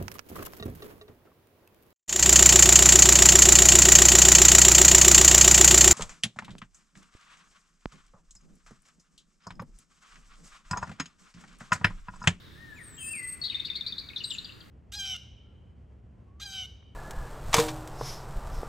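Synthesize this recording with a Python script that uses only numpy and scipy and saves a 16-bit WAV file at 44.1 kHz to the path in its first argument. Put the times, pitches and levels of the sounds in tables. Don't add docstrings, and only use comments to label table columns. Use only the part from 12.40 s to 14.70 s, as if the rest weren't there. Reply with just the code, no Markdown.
import sys
import numpy as np
from scipy import signal
from scipy.fft import rfft, irfft
from scipy.io import wavfile
from scipy.ndimage import uniform_filter1d

SR = 44100
rng = np.random.default_rng(int(sys.argv[2]) if len(sys.argv) > 2 else 0)


def put_to_file(sound):
    columns = np.atleast_2d(sound).T
    safe = np.clip(columns, -1, 1)
    whole_steps = np.round(safe * 32767)
    wavfile.write(sys.argv[1], SR, whole_steps.astype(np.int16))


N = 101429


def amp(db):
    return 10 ** (np.asarray(db) / 20)


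def unit(x):
    return x / np.sqrt(np.mean(x ** 2) + 1e-20)


def at_hz(points, hz):
    f, value = np.transpose(points)
    return np.interp(np.log(hz + 1), np.log(f + 1), value)


def add(mix, start_s, sound):
    part = mix[round(start_s * SR):][:len(sound)]
    part += sound[:len(part)]


def drift(rate_hz):
    hz = np.fft.rfftfreq(N, 1 / SR)
    return unit(irfft(rfft(rng.standard_normal(N)) / (1 + (hz / rate_hz) ** 4), N))


def noise_pair(correlation):
    hz, t, (left, other) = signal.stft(rng.standard_normal((2, N)), SR, nperseg=1024, noverlap=768)
    same = np.clip(at_hz(correlation, hz), -1, 1)[:, None]
    right = same * left + np.sqrt(1 - same ** 2) * other
    return hz[:, None], t, np.array([left, right])


def waveform(spectra):
    return signal.istft(spectra, nperseg=1024, noverlap=768)[1][:, :N]


# frequency in Hz, relative noise density in dB.
AIR_SPECTRUM = [(26, -20), (42, -4), (65, 3), (110, -2), (200, -5.5), (350, -10.5), (500, -16.5),
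                (750, -24.5), (1200, -17.5), (1800, -17.5), (3500, -32), (5000, -34.5), (7000, -35),
                (10000, -39.5), (15500, -39)]
# frequency in Hz, left-right correlation.
AIR_CORRELATION = [(30, 0.25), (80, 0.84), (160, 0.3), (400, .2), (1200, 0.12), (4000, 0.64), (12000, 0.89)]
# frequency in Hz, left minus right in dB.
AIR_BALANCE = [(50, -1.7), (300, 0), (1500, 1), (10000, -1)]


def outdoor_air(level_db=-51.5, patch_db=0.5):
    hz, _, spectra = noise_pair(AIR_CORRELATION)
    patches = uniform_filter1d(rng.standard_normal(spectra.shape[1:]), size=10, axis=0)
    patches = unit(uniform_filter1d(patches, size=16, axis=1))
    lean_db = at_hz(AIR_BALANCE, hz) / 2
    shape_db = at_hz(AIR_SPECTRUM, hz) + patch_db * patches + np.array([lean_db, -lean_db])
    return amp(level_db) * unit(waveform(spectra * amp(shape_db)))


# frequency in Hz, relative noise density in dB.
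WASH_SPECTRUM = [(1800, -40), (2700, -0.5), (3700, 12.5), (4600, 0.5), (5600, -2), (6600, -27)]


def treble_wash(start_db=-58, fade_db_per_s=18.5):
    hz, _, spectra = noise_pair(AIR_CORRELATION)
    noise = unit(waveform(spectra * amp(at_hz(WASH_SPECTRUM, hz))))
    return noise * amp(start_db - fade_db_per_s * np.arange(N) / SR)


# frequency in Hz, seconds to fall 60 dB.
ECHO_T60_S = [(1500, 2.5), (2500, 0.85), (4000, 0.73), (8500, 0.6)]
# frequency in Hz, gain in dB.
ECHO_DB = [(1500, -9), (2500, -7.5), (4000, -11), (6000, -3), (8500, -15)]
SCATTER_DB = [(1800, -4), (4000, -8), (8500, -9.5)]
# delay in seconds, left gain in dB, right gain in dB.
REFLECTIONS = [(.0062, -37, -30), (0.014, -39, -13.5), (0.028, -24, -29.5)]


def garden_echo(song, scatter_t60_s=0.11, correlation=0.78, rise_s=0.003):
    hz, t, spectra = noise_pair([(1000, correlation), (9000, correlation)])

    def decay(db, t60_s):
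        return amp(db - 60 * t / t60_s) * np.sqrt(2 * np.log(1000) / (t60_s * SR))

    echo = decay(at_hz(ECHO_DB, hz), at_hz(ECHO_T60_S, hz))
    scatter = decay(at_hz(SCATTER_DB, hz), scatter_t60_s)
    onset = np.minimum(np.arange(N) / SR / rise_s, 1) ** 2
    response = waveform(spectra * np.hypot(echo, scatter)) * onset * amp([[1.2], [-1.2]])
    for delay_s, left_db, right_db in REFLECTIONS:
        response[:, round(delay_s * SR)] += amp([left_db, right_db])
    return signal.fftconvolve(song[None], response, axes=1)[:, :N]


# frequency in Hz, left minus right in dB.
DIRECT_BALANCE = [(1800, 9.5), (2700, 9), (3700, 6.5), (4500, 5), (7500, 4.5), (8400, 3), (8800, 3)]
# frequency in Hz, left phase lead in radians.
DIRECT_PHASE = [(2600, -0.25), (3700, -0.6), (5400, -0.27)]


def direct_path(song, gain_db=-2.5):
    hz = np.fft.rfftfreq(N, 1 / SR)
    lean = amp(at_hz(DIRECT_BALANCE, hz) / 2) * np.exp(0.5j * at_hz(DIRECT_PHASE, hz))
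    return amp(gain_db) * irfft(rfft(song) * np.array([lean, 1 / lean]), N)


# frequency in Hz, relative noise density in dB.
RASP_SPECTRUM = [(2500, -19), (4000, 5.5), (5200, -5.5), (6200, -13), (8000, -12), (9800, -21),
                 (13000, -17), (15500, -25)]
WHISTLE_HISS_SPECTRUM = [(4000, -18.5), (7000, -15), (8300, -0.5), (9800, -20.5), (12000, -11.5),
                         (15500, -23)]


def with_rasp(voice, rasp_db, spectrum=RASP_SPECTRUM):
    colour = amp(at_hz(spectrum, np.fft.rfftfreq(N, 1 / SR)))
    hiss = unit(irfft(rfft(rng.standard_normal(N)) * colour, N))
    loudness = np.sqrt(abs(uniform_filter1d(voice ** 2, size=40)))
    return voice + amp(rasp_db) * hiss * loudness


RISE_S, OVERTONE_DB = 0.0013, -45


def tone(hz, db, rise_s=RISE_S, release_s=0.0014, overtone_db=OVERTONE_DB):
    t = np.arange(len(hz)) / SR
    phase = 2 * np.pi * np.cumsum(hz) / SR
    ramp = np.clip(np.minimum(t / rise_s, (t[-1] - t) / release_s), 0, 1)
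    overtone = amp(overtone_db) * np.sin(2 * phase) * (2 * hz < SR / 2)
    return np.sqrt(2) * amp(db) * np.sin(np.pi / 2 * ramp) * (np.sin(phase) + overtone)


def whistle(curve, waver=0.0039, side_tones=(), overtone_db=OVERTONE_DB, waver_db=1.64, edge_s=0.004):
    times_s, hz, db = np.transpose(curve)
    t = np.arange(times_s[0], times_s[-1], 1 / SR)
    pitch_hz = np.interp(t, times_s, hz) * (1 + waver * drift(225)[:len(t)])
    level_db = np.interp(t, times_s, db) + waver_db * drift(46)[:len(t)]
    out = np.zeros(N)
    for offset_hz, side_db in [(0, 0), *side_tones]:
        add(out, times_s[0], tone(pitch_hz + offset_hz, level_db + side_db, edge_s, edge_s, overtone_db))
    return out


# time in seconds, pitch in Hz, relative level in dB.
OPENING = [(0.14, 1597, -61), (0.182, 1818, -55.5), (0.232, 1852, -46), (0.274, 1824, -51.5),
           (0.328, 1721, -42.5), (.345, 1705, -48), (0.36, 1680, -64)]
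LOW_DROP = [(0.359, 2583, -55), (.38, 2372, -53), (0.401, 1945, -48.5), (0.429, 1794, -43)]
LOW_HOLD = [(.44, 1770, -64), (.56, 1770, -75), (.68, 1796, -55.5), (.78, 1802, -58.5)]
MIDDLE = [(0.57, 3170, -57), (0.598, 3157, -40.5), (0.621, 3107, -39.5)]
LOW_SLIDE = [(0.576, 2860, -54), (0.621, 2626, -46), (0.659, 2580, -43.5), (0.712, 2722, -37),
             (.732, 2672, -39), (0.756, 2350, -39.5), (0.782, 2127, -40.5), (0.807, 2023, -41.5),
             (.85, 2010, -39), (.93, 2031, -50.5), (0.961, 2017, -54)]
FAINT_HOLD = [(.68, 5390, -62), (.76, 5380, -64), (.9, 5310, -67)]


def low_whistles():
    return sum(whistle(curve) for curve in (OPENING, LOW_DROP, LOW_HOLD, MIDDLE, LOW_SLIDE, FAINT_HOLD))


# time in seconds, pitch in Hz, relative level in dB.
PEEP = [(.125, 8400, -79), (.15, 8550, -75), (.18, 8600, -75)]
FAINT_FALL = [(.28, 8400, -76), (.34, 7560, -68.5), (0.386, 6860, -62.5)]
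HIGH_DIP = [(.565, 7260, -66), (0.596, 6600, -59), (0.642, 6520, -60), (0.691, 6970, -62)]
UNDERTONE = [(.565, 7560, -47), (.584, 7720, -49.5), (.60, 7760, -52.5), (.655, 7660, -45.5),
             (.72, 7700, -50), (.765, 7410, -57)]
HIGH_FALL = [(0.381, 8950, -69), (.41, 8790, -57.5), (0.451, 8600, -48.5), (.49, 8210, -46),
             (0.532, 7715, -51.5), (0.561, 7550, -51)]
HIGH_ARCH = [(1.831, 6620, -60), (1.842, 7540, -48), (1.853, 8330, -44.5), (1.881, 8400, -44.5),
             (1.906, 7800, -41.5), (1.927, 7370, -43), (1.946, 7250, -42), (1.957, 6160, -54)]
HIGH_HELD = [(.58, 8460, -52.5), (.615, 8850, -37), (.66, 8856, -34), (.695, 8674, -36), (.73, 8630, -33.5),
             (.765, 8600, -37), (.8, 8366, -30), (.84, 8374, -36), (.89, 8350, -30.5), (.952, 8320, -35)]
# centre in seconds, half width in seconds.
BREAKS = [(.704, 0.005), (0.743, 0.0067), (0.817, 0.014), (0.864, 0.01), (0.913, 0.0087)]
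# offset in Hz, level against the whistle in dB.
SIDE_TONES = [(-3900, -22.5), (3931, -23)]


def high_whistles(waver=0.011, held_db=-1):
    t = np.arange(N) / SR
    faint = sum(whistle(curve, waver) for curve in (PEEP, FAINT_FALL, HIGH_DIP))
    undertone = whistle(UNDERTONE, overtone_db=-11.5)
    glides = whistle(HIGH_FALL, waver, SIDE_TONES) + whistle(HIGH_ARCH, side_tones=SIDE_TONES)
    gate = np.prod([1 - np.exp(-((t - centre_s) / half_s) ** 4) for centre_s, half_s in BREAKS], axis=0)
    held = amp(held_db) * gate * whistle(HIGH_HELD, waver=0.002, side_tones=SIDE_TONES)
    return faint + undertone + with_rasp(glides + held, rasp_db=-21, spectrum=WHISTLE_HISS_SPECTRUM)


# start in seconds, lower voice's length in seconds, pitch in Hz, relative level in dB,
# then upper voice's delay in seconds, length in seconds, pitch in Hz, relative level in dB.
BUZZES = [(1.037, .03, 3960, -32.5, 0.0021, 0.0362, 4320, -31.5),
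          (1.248, .013, 3774, -30.5, 0.0024, 0.028, 4393, -36.5),
          (1.354, 0.0094, 3776, -28.5, 0.0041, 0.019, 4350, -32),
          (1.4635, 0.01, 3923, -27.5, .004, 0.0213, 4440, -34),
          (1.581, 0.0075, 3895, -30, 0.0024, 0.0205, 4372, -34.5)]


def buzzes(flutter_hz=450, swing_hz=117, jitter=0.027, climb=0.021, arch=0.045, edge_s=0.0026):
    out = np.zeros(N)

    def flutter(hz):
        swing = swing_hz * np.sin(2 * np.pi * flutter_hz * np.arange(len(hz)) / SR)
        return hz * (1 + jitter * drift(325)[:len(hz)]) + swing

    for start_s, lower_s, lower_hz, lower_db, delay_s, upper_s, upper_hz, upper_db in BUZZES:
        rising = 1 + climb * np.linspace(-0.5, 0.5, round(lower_s * SR))
        arching = 1 + arch * (np.sin(np.linspace(0, np.pi, round(upper_s * SR))) - 2 / np.pi)
        add(out, start_s, tone(flutter(lower_hz * rising), lower_db, RISE_S, edge_s))
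        add(out, start_s + delay_s, tone(flutter(upper_hz * arching), upper_db, edge_s, edge_s))
    return out


# start in seconds, length in seconds, pitch in Hz, relative level in dB,
# pitch fall as a fraction, level change in dB.
TICKS = [(1.099, 0.011, 3755, -26, 0.069, -7), (1.1452, 0.014, 3639, -28, -0.045, 3.5),
         (1.197, 0.0095, 3650, -30, -0.013, 8.5), (1.3006, 0.014, 3574, -25.5, 0.069, -18),
         (1.409, 0.011, 3600, -26, 0.1, -16), (1.523, 0.011, 3620, -29, 0.08, -8)]


def ticks():
    out = np.zeros(N)
    for start_s, length_s, hz, db, fall, change_db in TICKS:
        progress = np.arange(0, length_s, 1 / SR) / length_s
        add(out, start_s, tone(hz * (1 + fall * (0.5 - progress)), db + change_db * progress ** 2))
    return out


# start in seconds, length in seconds, first, middle and last pitch in Hz,
# relative level in dB, warble depth in Hz, warble rate in Hz.
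CHIPS = [ (1.0149, 0.017, 4473, 4345, 4310, -29.5, -4, -5),
         (1.074, 0.068, 3950, 3155, 2360, -42, 459, 69.5), (1.137, 0.022, 2380, 2243, 2100, -48, 304, 88),
         (1.165, 0.082, 2387, 2400, 2330, -53, 286, 78), (1.28, .030, 2775, 2260, 2030, -47.5, 235, 87),
         (1.329, 0.014, 2230, 2780, 2280, -48, -6, 7), (1.367, 0.039, 2190, 2150, 2230, -52, 113, 66.5),
         (1.439, 0.028, 2450, 2416, 2110, -54.5, -23, -13), (1.469, 0.046, 2286, 2405, 2540, -53.5, 8, -12),
         (1.615, 0.052, 2437, 2240, 2325, -57, -2, -7), (1.688, 0.0055, 3850, 3770, 3420, -34.5, 3, -6),
         (1.698, .015, 2660, 2140, 2330, -46.5, -6, -6), (1.734, 0.0043, 2950, 2460, 2200, -41.5, 0, 15),
         (1.761, 0.015, 3754, 3800, 3450, -27.5, 186, 160),
         (1.776, 0.034, 4160, 4470, 4190, -43.5, 208, 142), (1.778, 0.013, 6330, 5100, 5300, -51, 0, 2),
         (1.804, 0.015, 3025, 2876, 2660, -36, 15, 37), (1.838, 0.0093, 4150, 4920, 4370, -33.5, 0, -2),
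         (1.842, .011, 4350, 3850, 3870, -26.5, -13, 5), (1.899, 0.011, 2970, 4210, 6000, -41.5, 0, 0),
         (1.905, 0.011, 4000, 3660, 3680, -29.5, -250, 152),
         (1.912, 0.0142, 3270, 2832, 2970, -32.5, 0, -2), (1.949, 0.0066, 2890, 2710, 2550, -35.5, 3, -2),
         (1.983, 0.012, 3904, 4010, 3750, -29.5, -280, 151), (2.045, 0.0073, 4430, 4820, 4360, -35, 0, 0),
         (2.05, 0.0112, 3950, 3800, 3120, -39.5, -300, 169),
         (2.0934, 0.0094, 2770, 2680, 3160, -41.5, 0, -2), (2.121, 0.0078, 3370, 4030, 4750, -46, -4, -2),
         (2.204, 0.015, 4560, 3940, 3060, -47.5, 365, 74)]


def twitter(fade_db=-3):
    out = np.zeros(N)
    for start_s, length_s, first_hz, middle_hz, last_hz, db, depth_hz, rate_hz in CHIPS:
        t = np.arange(0, length_s, 1 / SR)
        glide_hz = np.interp(t / t[-1], [0, 0.5, 1], [first_hz, middle_hz, last_hz])
        warble_hz = depth_hz * np.sin(2 * np.pi * rate_hz * t)
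        add(out, start_s, tone(glide_hz + warble_hz, db + fade_db * t / length_s))
    return out


def scene(whistle_db=-2.5, chatter_db=-0.5):
    whistles = low_whistles() + high_whistles()
    chatter = with_rasp(buzzes(), rasp_db=-19.5) + with_rasp(ticks() + twitter(), rasp_db=-25)
    song = amp(whistle_db) * whistles + amp(chatter_db) * chatter
    return direct_path(song) + garden_echo(song) + outdoor_air() + treble_wash()


def record(dry):
    lowpass = signal.firwin(511, 15900, window=("kaiser", 9), fs=SR)
    return signal.oaconvolve(dry, lowpass[None], "same")


dry = scene()
out = record(dry)
put_to_file(out)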